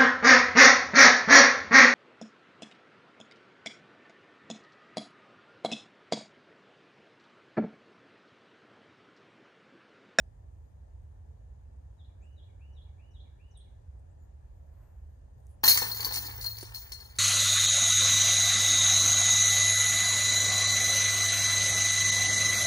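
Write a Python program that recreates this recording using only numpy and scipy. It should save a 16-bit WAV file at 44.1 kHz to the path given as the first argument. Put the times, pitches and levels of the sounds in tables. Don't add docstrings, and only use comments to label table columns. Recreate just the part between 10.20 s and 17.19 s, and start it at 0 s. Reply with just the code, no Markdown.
import sys
import numpy as np
from scipy import signal
from scipy.fft import rfft, irfft, next_fast_len
from scipy.io import wavfile
from scipy.ndimage import uniform_filter1d, minimum_filter1d, map_coordinates

SR = 44100
rng = np.random.default_rng(int(sys.argv[2]) if len(sys.argv) > 2 else 0)


def master(y):
    cut = np.clip(np.atleast_2d(y).T, -1, 1)
    pcm = np.round(cut * 32767)
    wavfile.write(sys.argv[1], SR, pcm.astype(np.int16))


def amplitude_ratio(level_db):
    exponent = np.asarray(level_db, float) / 20
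    return 10 ** exponent


N = 308086


def unit(x):
    return x / np.sqrt(np.mean(x ** 2) + 1e-20)


def along(points, hz):
    f, v = np.transpose(points)
    return np.interp(np.log(hz + 1), np.log(f + 1), v)


def filtered(x, response):
    m = next_fast_len(x.shape[-1] + SR // 2)
    spectrum = rfft(x, m) * response(np.fft.rfftfreq(m, 1 / SR))
    return irfft(spectrum, m)[..., :x.shape[-1]]


def noise(spectrum, channels=1, patchy_db=1):
    z = signal.stft(rng.standard_normal((channels, N)), nperseg=512)[2]
    field = uniform_filter1d(rng.standard_normal(z.shape[1:]), size=6, axis=0)
    field = uniform_filter1d(field, size=12, axis=1)
    flat = signal.istft(z * amplitude_ratio(patchy_db * unit(field)), nperseg=512)[1][:, :N]
    return unit(filtered(flat, lambda hz: amplitude_ratio(along(spectrum, hz))))


def ports(x, lead, lean):
    half = lambda hz: amplitude_ratio(along(lean, hz) / 2) * np.exp(.5j * along(lead, hz))
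    return filtered(np.array([x, x]), lambda hz: np.array([half(hz), 1 / half(hz)]))


def puffs(taps, spectrum, t60):
    t = np.arange(SR // 10) / SR
    burst = rng.standard_normal((len(taps), len(t))) * amplitude_ratio(-60 * t / t60)
    puff = filtered(burst, lambda hz: amplitude_ratio(along(spectrum, hz)))
    puff = puff / np.linalg.norm(puff)
    return signal.fftconvolve(taps, puff, axes=1)[:, :taps.shape[1]].sum(axis=0)


# f/Hz, level/dB per Hz
DRONE = [(12, -71), (20, -31.5), (30, -18), (50, -1.5), (70, 2.5), (90, -3), (100, -9.5), (114, -10.5),
         (146, -20), (260, -43), (340, -60), (570, -120)]


def traffic_drone():
    low = noise(DRONE, channels=2, patchy_db=0.0)
    from_right = ports(low[0], [(30, -.15), (200, -.4)], [(60, -1.6)])
    return amplitude_ratio(-50) * (from_right + .1 * low[1] * [[1], [-1]])


# f/Hz, level/dB per Hz
TRAFFIC = [(100, 5), (200, 1), (320, -2), (620, 0.5), (850, -4), (1200, -15), (2000, -22.5), (4000, -33),
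           (9000, -36), (11000, -36.5), (13500, -37.5), (14500, -41)]
# f/Hz, likeness [0 to 1]
TRAFFIC_ALIKE = [(100, 0.27), (300, 0.8), (600, 0.67), (1000, 0.18), (9500, 0.064), (11500, 0.63),
                 (13000, 0.76)]
# f/Hz, phase [radians]
TRAFFIC_LEAD = [(50, 0.46), (260, 1.04), (600, 2.12), (900, 4.5), (11000, 3.5), (12700, 1.5)]


def traffic_wash():
    same, *apart = noise([(40, -42)] + TRAFFIC + [(15500, -74)], channels=3, patchy_db=1.2)
    alike = lambda hz: np.clip(along(TRAFFIC_ALIKE, hz), 0, 1)
    shared = ports(same, TRAFFIC_LEAD, [(500, 0.043)])
    wash = filtered(shared, lambda hz: np.sqrt(alike(hz)))
    wash += filtered(np.array(apart), lambda hz: np.sqrt(1 - alike(hz)))
    return amplitude_ratio(-67) * wash


# f/Hz, level/dB per Hz (the sound also thins in narrow bands near 5.3 and 7.7
# kHz)
PORT_HISS = [(900, -4), (1500, 1), (1750, 8.5), (2100, -4.5), (4500, -7.5), (5100, -4.5), (5350, -13),
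             (5700, -7), (7100, -1), (7700, -14.5), (8300, -3.5), (9500, -11), (10600, -28)]


def port_hiss():
    hiss = noise([(500, -50)] + PORT_HISS + [(12000, -51)], patchy_db=-1.0)
    return amplitude_ratio(-79.0) * hiss * [[1], [0]]


# t/s, half length/s, leaves level/dB, swish level/dB
STIRS = [
    (.45, .15, -94, -104),
    (.84, .08, -99, -106),
    (2.27, .04, -101, -98),
    (3.797, .02, -101, -90),
    (4.04, .04, -85, -100),
    (4.37, .12, -94, -104),
    (4.636, 0.24, -85, -95),
    (4.91, .1, -91, -102),
    (5.2, 0.053, -86, -89),
    (5.308, 0.074, -90, -79),
]


def leaves():
    t, half, *levels = np.transpose(STIRS)[:, :, None]
    swell_db = -15 * np.abs(np.arange(N) / SR - t) / half
    breeze_db = -104
    rub, swish = [np.sqrt(amplitude_ratio(2 * breeze_db) + np.sum(amplitude_ratio(2 * (db + swell_db)), axis=0)) for db in levels]
    rustle = amplitude_ratio(0.5) * rub * noise([(10800, -42), (11800, -5), (13500, -5), (15200, -37)], patchy_db=2)[0]
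    rustle += amplitude_ratio(3.5) * swish * noise([(5000, -20), (7500, -11), (10000, -8), (10800, -23)], patchy_db=5)[0]
    rush = amplitude_ratio(13 + levels[0] + swell_db)[np.argmax(half)]
    rustle += rush * noise([(300, -33), (600, 8.5), (2000, -7), (6000, -34), (9000, -50)])[0]
    return rustle


# t/s, level/dB
TWIGS = [
    (.82, -90),
    (5.269, -74),
]


def twigs():
    ticks = np.zeros(N)
    for t, db in TWIGS:
        ticks[round(t * SR)] = amplitude_ratio(db + 25)
    colour = [(3500, -30), (6000, 12), (13500, 3.0), (15000, -30)]
    return filtered(ticks, lambda hz: amplitude_ratio(along(colour, hz)))


# f/Hz, time to fall 60 dB/s
TRUNKS = [(300, 0.52), (3000, 0.54), (9000, 0.54), (16000, 0.046)]


def trunks(x):
    hz, t, z = signal.stft(rng.standard_normal((2, SR // 2)), SR, nperseg=256)
    fade = amplitude_ratio(-60 * t / along(TRUNKS, hz)[:, None])
    tail = signal.istft(z * fade, SR, nperseg=256)[1]
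    tail = tail / np.linalg.norm(tail[0])
    late = np.pad(x, (300, 0))[None]
    return signal.fftconvolve(late, tail, axes=1)[:, :len(x)]


def whistle(rows):
    s, hz, db = np.transpose(rows)
    t = np.arange(s[0], s[-1], 1 / SR)
    edges = np.clip(np.minimum(t - s[0], s[-1] - t) / .003, 0, 1)
    phase = 2 * np.pi * np.cumsum(np.interp(t, s, hz)) / SR
    wave = edges * amplitude_ratio(np.interp(t, s, db)) * np.sin(phase)
    return np.pad(wave, (round(s[0] * SR), N))[:N]


# t/s from the phrase time, f/Hz, level/dB
PHRASE = [
    [(-.157, 2200, -7), (-.14, 2530, -3), (-.117, 2824, -2), (-.07, 2930, -6), (-.02, 2956, -15.5),
     (.015, 2960, -12)],
    [(-.002, 3953, -8), (.012, 3850, 4.5), (.034, 3265, 6.5), (.041, 3150, -47)],
    [(.058, 3150, 5), (.066, 3500, 7), (.074, 4300, 5)],
    [(.07, 2980, -8), (.105, 2790, -16)],
    [(.11, 2456, -8), (.15, 2030, -14)],
    [(.17, 1543, -11), (.2, 1696, -13), (.225, 1814, -11)],
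]
# t/s, level/dB, extra level of the first note/dB
PHRASES = [
    (1.779, -77, -40),
    (2.165, -72, 0),
    (2.551, -72, 2),
    (2.936, -71, 1.5),
    (3.34, -72, 0.5),
]
# t/s, length/s, start f/Hz, end f/Hz, level/dB
CHIPS = [(2.014, 0.035, 6200, 8450, -82), (2.523, 0.022, 6300, 5430, -86), (2.124, 0.02, 6400, 5670, -91),
         (2.906, 0.015, 6400, 5340, -79.5), (3.307, 0.017, 6500, 5200, -75),
         (3.37, 0.0097, 10600, 8900, -67), (3.371, 0.0097, 9000, 8340, -58.5),
         (3.89, 0.032, 6400, 8400, -85.5), (3.982, 0.064, 7140, 6860, -87), (3.907, 0.019, 2830, 2740, -88),
         (5.41, 0.035, 5600, 5470, -76)]


def birds():
    song, chips = np.zeros(N), np.zeros(N)
    for t, db, first_db in PHRASES:
        for k, note in enumerate(PHRASE):
            note_db = db + (0 if k else first_db)
            song += whistle(np.array(note) + [t, 0, note_db])
    for t, length, from_hz, to_hz, db in CHIPS:
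        chips += whistle([(t, from_hz, db + 1.0), (t + length, to_hz, db + 4.5)])
    flutter = map_coordinates(rng.standard_normal(N // 300 + 4), [np.arange(N) / 300])
    song, chips = amplitude_ratio(2.2 * flutter) * song, amplitude_ratio(3 * flutter) * chips
    direct = (song + chips) * amplitude_ratio([[-1.5], [-4]])
    to_branches = (song + amplitude_ratio(-2.5) * chips)[None]
    branches = np.array([puffs(to_branches, [(20, 0)], t60=0.16) for port in range(2)])
    return direct + trunks(amplitude_ratio(-1.5) * song + amplitude_ratio(-12.0) * chips) + amplitude_ratio(1.0) * branches


def dying(events, fall, start):
    t, db = np.transpose(events)[:, :, None]
    since = np.arange(start, N) / SR - t
    return np.sqrt(np.sum((since >= 0) * amplitude_ratio(2 * (db - fall * np.abs(since))), axis=0))


def contacts(gain, rate, scatter_db, count):
    luck = rng.standard_normal((count, len(gain)))
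    hits = rng.random((count, len(gain))) < rate / SR
    taps = hits * amplitude_ratio(scatter_db * luck) * rng.choice([-1, 1], len(gain))
    return unit(taps) * gain


def blows(rows, column, start, count, spread_s):
    taps = np.zeros((count, N - start + SR))
    for row in rows:
        late = (SR * spread_s * rng.random(count) ** 3).astype(int)
        sizes = amplitude_ratio(3.0 * rng.standard_normal(count)) * rng.choice([-1, 1], count)
        db = row[1] + (row[column] if column else 0)
        taps[np.arange(count), round(row[0] * SR) - start + late] += amplitude_ratio(db) * sizes
    return taps[:, :N - start]


def ringing(taps, modes):
    t = np.arange(SR // 3) / SR
    hz, scatter_hz, db, t60 = np.transpose(modes)[:, :, None, None]
    luck = rng.standard_normal((2, len(modes), len(taps), 1))
    fade = amplitude_ratio(db + 2.5 * luck[1] - 60 * t / t60)
    rings = (fade * np.sin(2 * np.pi * (hz + scatter_hz * luck[0]) * t)).sum(axis=0)
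    rings = rings / np.linalg.norm(rings)
    return signal.fftconvolve(taps, rings, axes=1)[:, :taps.shape[1]].sum(axis=0)


# t/s, level/dB
POLE = [(5.43, -65), (5.52, -59), (6.5, -58.5), (6.7, -76.5), (6.98, -67)]


def pole(start):
    t = np.arange(start, N) / SR
    hum_db = np.interp(t, *np.transpose(POLE), left=-140)
    return amplitude_ratio(9.5 + hum_db) * np.sin(2 * np.pi * 111 * t)


# t/s, peak level/dB, level of the rattle after it/dB, crack level over the peak/dB
CLANKS = [(5.433, -42, -23.5, -16), (5.4387, -7.5, -19, -13), (5.478, 2, -21, -13.5), (5.494, -4, -23, -3),
          (5.509, -8.5, -28.5, -16), (5.522, -13, -38, -14), (5.559, -30, -40, -16),
          (5.5728, -17.5, -31, 5.5), (5.5926, -24, -45, -16), (5.614, -22, -53, -18), (5.62, -25, -54, -10),
          (5.7147, -18.5, -52, -19), (5.7448, -22, -55, -25), (5.76, -23, -40, -22),
          (5.8047, -17, -36, -8.5), (5.847, -11, -42, -19), (5.9233, -18, -32, -26),
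          (5.9575, -13, -36.5, -9), (6.0517, -25.5, -57, -18), (6.064, -25, -50, -20),
          (6.1115, -32.5, -64, -26), (6.2016, -41, -58, -10), (6.212, -22, -42, -16),
          (6.226, -29, -47, -10), (6.243, -18, -50.5, -13), (6.262, -19, -58, -18), (6.291, -38, -65, -3),
          (6.3693, -25, -42, -25), (6.4097, -28, -49, -23), (6.546, -23, -42, -15), (6.568, -31, -49, -6),
          (6.72, -21.5, -46, -9.5), (6.802, -32.5, -72, -19), (6.8396, -35, -76, -27),
          (6.8571, -38, -74, -24), (6.9045, -48, -73, -22), (6.955, -44, -55.5, -9)]
# f/Hz, scatter of f/Hz, level/dB, time to fall 60 dB/s
LINK = [(4283, 26, -1, .14), (4370, 55, -3, .07), (4505, 30, -5, .09), (5060, 70, -10, .09),
        (6600, 450, -13, .07), (9900, 200, -15, .1)]
# f/Hz, scatter of f/Hz, level/dB, time to fall 60 dB/s
LINK_HIGH = [(11890, 50, -3, .09), (12110, 50, 0, .09), (12300, 70, -1, .09)]
# f/Hz, level/dB
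CRACK = [(150, -50), (1200, -9.5), (2500, -2), (3600, -2), (5500, 0), (7200, -2.5), (7800, -11),
         (9500, 1.5), (11000, 4), (13200, -18), (14300, 1), (15800, -1.5)]


def clashing_links(start):
    first = CLANKS[0][0]
    sway = dying([(first, -45)], 13.6, start)
    rattle = dying([(t, db) for t, _, db, _ in CLANKS], 227, start)
    jingle = contacts(np.hypot(rattle, sway), rate=22, scatter_db=3.5, count=16)
    clanks = [blows(CLANKS, column=k, start=start, count=16, spread_s=.004) for k in (0, 0, 3)]
    bend = ringing(amplitude_ratio(-13.5) * jingle + amplitude_ratio(7) * clanks[0], LINK)
    hard = dying([(first, 3)], 8.4, start)
    overtone = ringing(hard * (amplitude_ratio(-13.5) * jingle + amplitude_ratio(4) * clanks[1]), LINK_HIGH)
    crack = puffs(amplitude_ratio(-1) * jingle + amplitude_ratio(13) * clanks[2], CRACK, t60=0.022)
    return bend + overtone + crack


# t/s, peak level/dB, disc body over the peak/dB, rim over the peak/dB
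THUDS = [(5.436, -19.5, -33, -2.5), (5.452, -35, -20, 7), (5.478, -26.5, -28, -1), (5.498, -44, -20, -7),
         (5.575, -42.5, -25, 21), (5.619, -26.5, -6, -6), (5.638, -49.5, 12, -2), (5.657, -53, -12.5, 15),
         (5.715, -48.5, -15, -3), (5.794, -32.5, -24, -3.5), (5.828, -38, -2, -1.5), (5.853, -45, -2, -9),
         (5.865, -33.5, -17, -9), (5.887, -40.5, -11, -6), (5.907, -35.5, -24, -4), (5.969, -36, -1, 4),
         (6.046, -42.5, 4.5, -2), (6.084, -38.5, -7, -16), (6.183, -42, -2, -4), (6.249, -43, -1.5, -5),
         (6.52, -52, -15, 4), (6.543, -49, -18, 0), (6.716, -50, -19, -3)]
# f/Hz, scatter of f/Hz, level/dB, time to fall 60 dB/s
FRAME = [(490, 30, -7, 0.04), (885, 45, 1.5, 0.04), (1058, 30, -6, 0.09)]
# f/Hz, scatter of f/Hz, level/dB, time to fall 60 dB/s
RIM = [(1480, 50, -14, .08), (1790, 36, 0, .1), (2030, 60, -6, .05), (2250, 60, -8, .05)]
# f/Hz, level/dB
KNOCK = [(100, -75), (300, -8.5), (600, -5), (1400, 5), (2200, 0.5), (3500, 0), (8000, -83)]


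def cage(start):
    shake = dying([(t, db - 12) for t, db, *_ in THUDS], 410, start)
    quiver = dying([(CLANKS[0][0], -48.5)], 12.3, start)
    shiver = contacts(np.hypot(shake, quiver), rate=50, scatter_db=4.0, count=8)
    knocks, rim = [shiver + amplitude_ratio(18) * blows(THUDS, column=k, start=start, count=8, spread_s=0.004)
                   for k in (0, 3)]
    rattle = puffs(knocks + rim, KNOCK, t60=0.036)
    return amplitude_ratio(-2.0) * ringing(knocks, FRAME) + amplitude_ratio(-3.0) * ringing(rim, RIM) + amplitude_ratio(-6.0) * rattle


# f/Hz, level/dB
PLASTIC = [(70, -28), (140, -12), (300, -2), (520, -14), (900, -23), (3000, -58)]


def disc(start):
    pushes = blows(THUDS, column=2, start=start, count=3, spread_s=0.0258)
    return amplitude_ratio(11.5) * puffs(pushes, PLASTIC, t60=0.22)


# t/s, level/dB
TUGS = [(5.436, -28.5), (5.49, -33), (5.55, -49), (5.62, -41), (5.765, -41.5), (5.86, -43), (5.955, -43),
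        (6.06, -56), (6.15, -46), (6.225, -46), (6.27, -56), (6.37, -63), (6.54, -50), (6.7, -58),
        (6.84, -67), (6.965, -60)]
# f/Hz, scatter of f/Hz, level/dB, time to fall 60 dB/s
RINGS = [(14900, 60, -2, .25), (15100, 70, 0, .25), (15400, 110, -1, .25), (15680, 60, -1, .25)]


def taut_chains(start):
    pull = dying(TUGS, 83, start)
    return ringing(amplitude_ratio(5) * contacts(pull, rate=21, scatter_db=0.5, count=16), RINGS)


# f/Hz, phase [radians]
BASKET_LEAD = [(50, 0), (800, 1.7), (2000, 2), (2450, 3), (3300, 3.35), (3700, 4.3), (4300, 5.5),
               (6800, 6.6), (7500, 9.3), (8200, 9.5), (9400, 10.9), (10400, 9.42), (11500, 9.3),
               (12700, 6.28), (14600, 6.28), (15800, 3.9)]
# f/Hz, level/dB
BASKET_LEAN = [(110, -2), (380, -.5), (850, 4), (1800, 2.5), (2400, 0), (3200, 0), (4400, 5), (7000, 4),
               (7600, 1), (10000, 0), (10500, 1.5), (15000, 1.5)]
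# f/Hz, level/dB
SCATTER = [(300, -16), (2000, -8.5), (2400, -8), (3300, -6.5), (3800, -1.5), (6500, 2.5), (7400, 6),
           (7750, -0.5), (8200, 4.5), (9000, 2), (9900, 4), (10400, -7), (11400, -13.5), (11800, 1.5),
           (12800, -16), (14500, -13)]


def scatter(x, count):
    turn = (np.arange(len(x)) / (.04 * SR) - np.arange(count)[:, None]) % count
    slices = x * np.clip(1 - np.abs(turn - 1), 0, 1)
    pair = np.sqrt(count) * np.array([puffs(slices, [(20, 0)], t60=0.035) for port in range(2)])
    return filtered(pair, lambda hz: amplitude_ratio(along(SCATTER, hz) + along(BASKET_LEAN, hz) * [[.5], [-.5]]))


def basket():
    start = round(THUDS[0][0] * SR) - 400
    steel = pole(start) + clashing_links(start) + cage(start) + disc(start) + taut_chains(start)
    heard = steel + amplitude_ratio(-9.0) * trunks(steel)[0]
    near = ports(heard, BASKET_LEAD, BASKET_LEAN) + scatter(heard, count=7)
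    return np.pad(near, ((0, 0), (start, 0)))


# t/s, level/dB, time to fall 60 dB/s
TRAY = (6.4295, -33.5, 0.039)
# f/Hz, level/dB
TRAY_COLOUR = [(120, -38), (350, 14.5), (900, -5.5), (3000, -13.5), (14500, -7.5), (16000, -34)]


def tray():
    t, db, t60 = TRAY
    tap = np.zeros((1, N))
    tap[0, round(t * SR)] = amplitude_ratio(db + 16.0)
    return puffs(tap, TRAY_COLOUR, t60)


def scene():
    background = traffic_drone() + traffic_wash() + port_hiss()
    return background + leaves() + twigs() + birds() + basket() + tray()


def joint_stereo(x, other_db, neighbour_db, jump_db):
    early = 1024 - 377
    both = np.array([x[0] + x[1], x[0] - x[1]])
    z = signal.stft(np.pad(both, ((0, 0), (early, 0))) / 2, nperseg=2048)[2]
    power = (np.abs(z[:, :-1]) ** 2).reshape(2, 64, 16, -1).sum(axis=2)
    loud = -minimum_filter1d(-power.max(axis=0), size=11, axis=0)
    loud[:22] = 0
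    keep = (power > amplitude_ratio(-2 * other_db) * power[::-1]) & (power > amplitude_ratio(-2 * neighbour_db) * loud)
    keep[:, :6] = True
    treble = power[:, 7:34].sum(axis=(0, 1))
    keep[..., 1:] |= treble[1:] > amplitude_ratio(2 * jump_db) * treble[:-1]
    z[:, :-1] *= np.repeat(keep, 16, axis=1)
    mid, side = signal.istft(z, nperseg=2048)[1][:, early:early + N]
    return np.array([mid + side, mid - side])


def band_limit(x):
    return signal.sosfilt(signal.butter(12, 16830, fs=SR, output="sos"), x)


def record(dry):
    rounded = dry / (1 + np.abs(dry / .95) ** 4) ** .25
    limited = filtered(rounded, lambda hz: np.clip((16050 - hz) / 450, 0, 1) ** 2)
    joined = joint_stereo(limited, other_db=9.5, neighbour_db=22, jump_db=7)
    end_s = 6.986
    return band_limit(joined * (np.arange(N) < end_s * SR))


dry = scene()
out = record(dry)
master(out)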